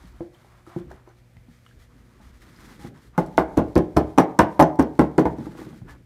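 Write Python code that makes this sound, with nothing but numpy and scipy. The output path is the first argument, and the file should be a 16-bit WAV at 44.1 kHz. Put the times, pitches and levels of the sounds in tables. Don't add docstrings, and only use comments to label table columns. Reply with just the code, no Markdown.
import sys
import numpy as np
from scipy import signal
from scipy.fft import rfft, irfft
from scipy.io import wavfile
from scipy.ndimage import uniform_filter1d, map_coordinates

SR = 44100
rng = np.random.default_rng(int(sys.argv[2]) if len(sys.argv) > 2 else 0)


def undo_db(level):
    steps = np.asarray(level, float) / 20
    return 10 ** steps


def waveform_to_disk(signal):
    frames = np.transpose(np.atleast_2d(signal))
    scaled = np.clip(frames, -1, 1) * 32767
    samples = np.round(scaled).astype(np.int16)
    wavfile.write(sys.argv[1], SR, samples)


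N = 267157

# f/Hz, level/dB
HUM = [(60, -79), (120, -63.5), (180, -73.5), (240, -71), (360, -75), (480, -79)]
# f/Hz, level/dB
HISS = [(53, -10), (90, 5), (235, -12), (363, -23.5), (423, -38.5), (482, -11.5), (1080, -22),
        (2370, -19.5), (2640, -25.5), (15100, -36.5), (16500, -71.5)]
# t/s, length/s, drag on boards/dB, handling rumble/dB
SHIFTS = [(0, 0.16, -60, -47), (.25, 0.35, -68, -61), (.78, .1, -48, -51), (.87, 0.076, -57, -44.5),
          (1.02, 0.16, -78, -58), (1.34, 0.085, -70, -54.5), (1.47, 0.26, -74, -60),
          (1.73, 0.063, -62, -46.5), (1.88, .2, -63, -56), (2.15, 0.38, -56.5, -52),
          (2.58, 0.29, -52.5, -53.5), (2.85, 0.078, -44.5, -61), (2.97, 0.49, -58, -59),
          (3.2, 0.9, -52, -45.5), (5.3, 0.2, -41.5, -49), (5.52, 0.25, -44.5, -55),
          (5.82, 0.17, -55, -52.5)]
# t/s,
# length/s, rustle/dB, grit/dB
STROKES = [(0, 0.22, -66.5, -60.5), (.34, 0.075, -67.5, -60.5), (.46, 0.13, -70.5, -60.5),
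           (.672, 0.12, -65, -53), (.905, 0.043, -67, -54), (1.075, 0.022, -75, -58),
           (1.17, 0.02, -70.5, -85), (1.5, 0.25, -71, -89), (1.8, .05, -67, -70), (1.9, 0.35, -72.5, -67.5),
           (2.22, 0.16, -66.5, -64.5), (2.42, 0.092, -64, -63), (2.53, 0.045, -62, -62),
           (2.6, 0.06, -58.5, -57.5), (2.72, 0.039, -63, -57), (2.69, 0.02, -56.5, -53.5),
           (2.8, 0.058, -58, -55.5), (2.95, 0.026, -65.5, -59), (3.02, 0.061, -66.5, -64),
           (3.15, .03, -74, -57.5), (3.2, 2.25, -67.5, -79), (5.37, 0.093, -63.5, -58.5),
           (5.46, 0.019, -60, -64), (5.52, .25, -62.5, -57.5), (5.58, 0.02, -55, -49.5),
           (5.89, 0.031, -60, -50)]
# f/Hz, level/dB
RUSTLE = [(710, -55), (1200, -3.5), (1990, -1.5), (2640, -11), (3330, -8), (10600, -17), (14800, -21),
          (16000, -37), (16500, -62)]
# t/s, level/dB, f/Hz, upper boards re bump/dB, low boards re bump/dB
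BUMPS = [(0.038, -32.5, 180, -19, -8), (0.206, -16, 335.5, -15.5, -13.5), (0.446, -47, 404, -8, -19),
         (0.673, -34.5, 335, -10, -16), (0.762, -16, 346, -19, -0.5), (0.912, -36.5, 382, 1, -21),
         (1.074, -40.5, 346, -2, -33), (1.364, -38.5, 100, -15, -4), (1.484, -44, 236, -14, 1.5),
         (2.199, -40.5, 155, -7, 5), (2.793, -38, 310, -24, -19), (2.847, -32.5, 339, -8, 5.5),
         (5.384, -22.5, 297.4, -13, 0.5), (5.407, -26.5, 223, -14, -4), (5.467, -22.5, 310.7, -8.5, -9),
         (5.552, -34, 330, -8, -10), (5.59, -27.5, 337, -24, -13), (5.615, -26, 312, -7.5, -9),
         (5.667, -29.5, 311, -15, 0), (5.728, -37, 157, -4, 6), (5.817, -29, 116, -22, -1)]
# f/Hz, level/dB, time to fall 60 dB/s
BOARDS = [(126.4, -14.5, 0.19), (148.3, -2.5, 0.084), (176.6, -5.5, 0.18), (216.4, -3, 0.081),
          (265.7, 1.5, 0.047), (312, 4.5, 0.12), (365, 4, 0.026), (428, -22, 0.06), (469.6, -8.5, 0.04)]
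# f/Hz, level/dB, time to fall 60 dB/s
UPPER_BOARDS = [(524.6, -5.5, 0.067), (595, 1, 0.081), (659, -1, 0.08), (681, -0.5, 0.038), (754, 4, 0.026),
                (828.2, 1.5, 0.087), (883, 3.5, 0.077), (957, -9.5, 0.13), (1034, 3, 0.028),
                (1334, -22, 0.074), (1315, -1.5, 0.012), (1490, -7, 0.066), (1648, -1, 0.016),
                (1858, -13.5, 0.027), (2117, -10, 0.031), (2250, -20, 0.034)]
# f/Hz, level/dB, time to fall 60 dB/s
SHED = [(60, -5.5, 0.63), (151, -5, 0.64), (335, 0, 0.4), (690, 0, 0.5), (1300, -8.5, 0.5),
        (2350, 1.5, 0.29), (6000, 3, 0.16), (14100, -9, 0.1)]
# t/s, level/dB, f/Hz, time to fall 60 dB/s
TICKS = [(.056, -54, 4370, 0.012), (.347, -55, 3140, 0.023), (.815, -63, 3520, 0.018),
         (.916, -39.5, 1620, 0.014), (1.091, -58, 6000, 0.009), (1.169, -68, 4000, .02),
         (1.369, -51.5, 2080, 0.027), (1.664, -48, 1335, 0.029), (1.664, -50, 2920, 0.019),
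         (1.69, -61, 3040, .03), (1.711, -52.5, 1640, 0.033), (1.82, -63, 3360, 0.052),
         (2.562, -53, 5000, 0.022), (2.588, -44, 1700, 0.0096), (2.8, -52.5, 820, 0.49),
         (2.85, -47, 800, 0.12), (2.96, -59, 1700, 0.034), (5.457, -44, 1170, 0.028),
         (5.881, -50, 1724, 0.023), (5.895, -44.5, 1723, 0.096), (0.666, -47.5, 1300, 0.073),
         (.447, -53, 870, 0.028)]
# t/s, level/dB, long ring re clap/dB
CLAPS = [(3.178, -26, -15), (3.186, -33, -26), (3.262, -39, -15), (3.374, -29, -27), (3.3777, -25, -40),
         (3.386, -30.5, -23), (3.5743, -22.5, -16), (3.589, -37, -9), (3.755, -20.5, -28),
         (3.7781, -22, -17), (3.968, -15, -41), (3.9755, -26.5, -8), (4.177, -29.5, -32),
         (4.1832, -10.5, -27), (4.201, -24.5, -12.5), (4.2353, -42, -32), (4.3898, -8, -28),
         (4.596, -13.5, -39), (4.6015, -17.5, -15), (4.6093, -18.5, -7.5), (4.6254, -15.5, -20),
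         (4.7566, -44, -28), (4.7958, -20.5, -27), (4.825, -29, -37.5), (4.9923, -20.5, -24),
         (5.18, -25.5, -27), (5.195, -28, -20), (5.253, -36, -32), (5.3852, -44, -23)]
# f/Hz, level/dB, time to fall 60 dB/s
STEEL = [(4370, -1, 0.0038), (5404, -6.5, 0.017), (6000, -2.5, 0.0088), (7260, -3.5, 0.0044),
         (8480, -9.5, 0.012), (9130, -14, 0.0089), (12900, -17, .008), (14100, -9.5, .008)]
# f/Hz, level/dB, time to fall 60 dB/s
LONG_RING = [(11100, -7.5, 0.045), (11300, -12, 0.04)]
# t/s, boards level/dB, legs re boards/dB, upper re low boards/dB, delay of full weight/ms
BLOWS = [(3.179, -10, -46, -2, 0.17), (3.379, -9, -17.5, 3.5, 0.31), (3.571, -8, -10, -9.5, 5.87),
         (3.757, -7.5, -12, -8, 5.7), (3.965, -6.5, -7.5, -4.5, 4.03), (4.178, -5, -20, 2.5, 5.6),
         (4.389, -6.5, -8, 7, 3.4), (4.594, -5, -12.5, 4.5, 4.67), (4.790, -5.5, -15, -8, 5),
         (4.99, -6, -12, -2.5, 3.93), (5.181, -5, -46, -8, 2.38), (5.254, -17, -7.5, -0.5, 1.6)]
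# f/Hz, level/dB, time to fall 60 dB/s
LEGS = [(72.7, 16.5, 0.24), (82, -22, .2), (114, -2.5, 0.45)]


def unit(x):
    return x / np.sqrt(np.mean(x ** 2))


def band(x, lo_hz, hi_hz):
    return signal.sosfilt(signal.butter(2, [lo_hz, hi_hz], "band", fs=SR, output="sos"), x)


def colour(x, points):
    hz, db = np.transpose(points)
    bin_hz = np.arange(N // 2 + 1) * SR / N
    gain = undo_db(np.interp(np.log(bin_hz + 1), np.log(hz), db))
    return unit(irfft(rfft(x) * gain, N))


def walk(rate_hz):
    hold = int(SR / rate_hz)
    steps = np.repeat(rng.standard_normal(N // hold + 1), hold)
    smooth = uniform_filter1d(uniform_filter1d(steps, hold), hold)
    return unit(smooth[:N])


def grains(rate_hz, spread_db):
    hits = rng.random(N) < rate_hz / SR
    return hits * rng.standard_normal(N) * undo_db(spread_db * rng.exponential(size=N))


def ring(modes, scatter_db, detune, twin=0.):
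    hz, db, t60 = np.transpose(modes)[:, :, None]
    shift, weight, split = rng.standard_normal((3, len(modes), 1))
    t = np.arange(int(SR * min(t60.max(), .3))) / SR
    phase = 2 * np.pi * hz * (1 + detune * shift) * t
    gain = undo_db(db + scatter_db * weight)
    tone = np.sin(phase) + twin * np.sin(phase * (1 + 0.046 * split))
    y = np.sign(shift) * gain * undo_db(-60 * t / t60) * tone
    return y.sum(axis=0) / np.sqrt(2 * (1 + twin ** 2) * np.sum(gain ** 2))


def add(out, s, x):
    i = int(s * SR)
    out[i:i + len(x)] += x[:N - i]


def workshop():
    t = np.arange(N) / SR
    hum = sum(undo_db(db + 4.5 + 3.0 * walk(1.3)) * np.sin(2 * np.pi * hz * t) for hz, db in HUM)
    hiss = colour(rng.standard_normal(N), HISS)
    return hum + hiss * undo_db(-62 + 1.2 * walk(2.5))


def movements(rows, rest_db):
    onset_s, fade_s = 0.016, 0.042
    t = np.arange(N) / SR
    power = np.ones((2, N)) * undo_db(2 * rest_db)
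    for s, length, *db in rows:
        edge_db = -10 * (np.maximum(s - t, 0) / onset_s + np.maximum(t - s - length, 0) / fade_s)
        power += undo_db(2 * (np.array(db)[:, None] + np.maximum(edge_db, -90)))
    return 10 * np.log10(power)


def hands():
    drag_db, rumble_db = movements(SHIFTS, rest_db=-70)
    rustle_db, grit_db = movements(STROKES, rest_db=-82)
    rumble = unit(band(rng.standard_normal(N), 37.5, 60.8)) * undo_db(rumble_db + 2.5 + 2.0 * walk(20))
    slips = rng.standard_normal(N) + 2.5 * grains(500, spread_db=1.2)
    drag = unit(band(slips, 120, 312)) * undo_db(drag_db + 2.2 * walk(25))
    grit = unit(band(slips, 587, 1440)) * undo_db(grit_db + 2 * walk(30))
    weave = rng.standard_normal(N) + 3.5 * grains(900, spread_db=1.6)
    rustle = colour(weave, RUSTLE) * undo_db(rustle_db + 2.5 + 2 * walk(45))
    return rumble + drag + grit + rustle


def bumps():
    out, push = np.zeros(N), np.hanning(int(0.0013 * SR))
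    t60_s = 0.11
    for s, db, hz, upper_db, boards_db in BUMPS:
        tones = [(hz, 0, t60_s), (1.07 * hz, -10, t60_s), (1.5 * hz, -7, .05), (hz, -30, .2)]
        low = ring(tones, scatter_db=1.5, detune=.003, twin=.15)
        boards = ring(BOARDS[:4], scatter_db=3.0, detune=.03)
        low = low + undo_db(boards_db) * np.resize(np.r_[boards, 0 * low], len(low))
        add(out, s, undo_db(db - 0.5) * np.convolve(low, push / push.sum()))
        upper = ring(UPPER_BOARDS, scatter_db=1.0, detune=0.0097, twin=1.0)
        add(out, s, undo_db(db + upper_db - 1.0) * upper)
    return out


def shed(x, early_db, late_db, early_s):
    t = np.arange(SR // 2) / SR
    hz, db, t60 = np.transpose(SHED)
    tail = 0
    for centre in 45 * 2 ** np.arange(0, 8.6, .5):
        echo_db, decay_s = (np.interp(np.log(centre), np.log(hz), c) for c in (db, t60))
        echoes = band(rng.standard_normal(len(t)), centre / 2 ** .25, centre * 2 ** .25)
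        even = np.sqrt(np.mean(echoes ** 2) / uniform_filter1d(echoes ** 2, int(9 * SR / centre)))
        tail = tail + echoes * even * undo_db(echo_db - 60 * t / decay_s)
    near = undo_db(early_db) / (1 + np.exp((t - early_s) / 0.012))
    tail = tail * (undo_db(late_db) + near) * np.minimum(t / 0.0022, 1) / np.sqrt(SR)
    sway = walk(30)
    paths = np.arange(N) + sway * .00022 * SR
    return map_coordinates(signal.fftconvolve(x, tail), [paths], mode="nearest") * undo_db(0.91 * sway)


def ticks():
    out = np.zeros(N)
    for s, db, hz, t60 in TICKS:
        tones = [(hz, 0, t60), (.72 * hz, -7, .012), (min(1.187 * hz, SR / 3), -7, .01)]
        add(out, s, undo_db(db + 7) * ring(tones, scatter_db=2.0, detune=.004))
        click = band(rng.standard_normal(400), 1500, 9400) * undo_db(-np.arange(400) / 1.4)
        add(out, s, undo_db(db + 0.5) * click)
    return out


def claps():
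    out, t = np.zeros(N), np.arange(SR // 100) / SR
    touches = [(row[0], row[1] - 23.5, -25) for row in BLOWS]
    for s, db, ring_db in list(CLAPS) + touches:
        burst = rng.standard_normal(len(t)) * undo_db(-60 * t / .007)
        steel = signal.fftconvolve(burst, ring(STEEL, scatter_db=2.5, detune=.03))
        add(out, s, undo_db(db - 6.0) * steel / np.abs(steel).max())
        add(out, s, undo_db(db - 10.5) * band(burst, 2500, 10100))
        add(out, s, undo_db(db + ring_db - 1.0) * ring(LONG_RING, scatter_db=4.5, detune=0.0026))
    return out


def rocking(t, settle_s, rock_db):
    pats = rng.standard_normal(len(t)) * (rng.random(len(t)) < 400 / SR) * (t < settle_s)
    soft = np.convolve(pats * undo_db(-60 * t / .25), np.hanning(18) / 8)[:len(t)]
    return np.r_[1, undo_db(rock_db) * soft[1:]]


def blows():
    out, t = np.zeros(N), np.arange(SR // 6) / SR
    for s, db, legs_db, upper_db, later_ms in BLOWS:
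        full = s + later_ms / 1000
        top_db = db + upper_db
        rock = rocking(t, settle_s=.048, rock_db=-11.5)
        boards = [ring(BOARDS, scatter_db=2.0, detune=.012, twin=.6) for _ in range(2)]
        upper = [ring(UPPER_BOARDS, scatter_db=2.0, detune=.012, twin=.8) for _ in range(2)]
        add(out, s, undo_db(db - 3.0) * boards[0])
        add(out, s, undo_db(top_db - 8.0) * upper[0])
        add(out, s, undo_db(db + legs_db + 2.0) * ring(LEGS, scatter_db=-2.0, detune=0.034))
        add(out, full, undo_db(db + 1.5) * signal.fftconvolve(rock, boards[1]))
        add(out, full, undo_db(top_db + 1.0) * signal.fftconvolve(rock, upper[1]))
        noise = rng.standard_normal(len(t))
        clack = unit(band(noise, 1000, 1740)) * undo_db(-60 * t / 0.026)
        add(out, full, undo_db(top_db - 11.0) * clack)
        crunch = unit(band(noise, 1600, 2090)) * undo_db(-60 * t / 0.037)
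        add(out, full, undo_db(top_db - 23) * crunch)
        thud = unit(band(rng.standard_normal(len(t)), 603, 1045))
        add(out, full, undo_db(top_db - 7.5) * thud * undo_db(-60 * t / 0.12) * np.minimum(t / 0.006, 1))
        body = unit(band(rng.standard_normal(len(t)), 175, 469))
        add(out, full, undo_db(db - 4.5) * body * undo_db(-60 * t / 0.15) * np.minimum(t / .003, 1))
        chatter_db = db - 31.5 + 0.61 * upper_db
        chatter = unit(band(noise ** 3, 2200, 14500))
        add(out, s, undo_db(chatter_db) * chatter * undo_db(-60 * t / 0.11) * np.minimum(t / 0.016, 1))
    return out


def scene():
    soft, hard = bumps() + ticks(), claps() + blows()
    echoes = shed(hard + undo_db(1.5) * soft, early_db=4.5, late_db=6, early_s=0.0097)
    return (hard + soft + echoes + hands() + workshop())[None]


def band_limit(x):
    return signal.sosfilt(signal.butter(12, 16810, fs=SR, output="sos"), x)


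def record(dry):
    x = signal.sosfilt(signal.butter(3, 50, "high", fs=SR, output="sos"), dry)
    x = np.clip(np.tanh(0.78 * x) / 0.81, -1, 1)
    x = signal.sosfilt(signal.butter(14, 16300, fs=SR, output="sos"), x)
    return band_limit(x)


dry = scene()
out = record(dry)
waveform_to_disk(out)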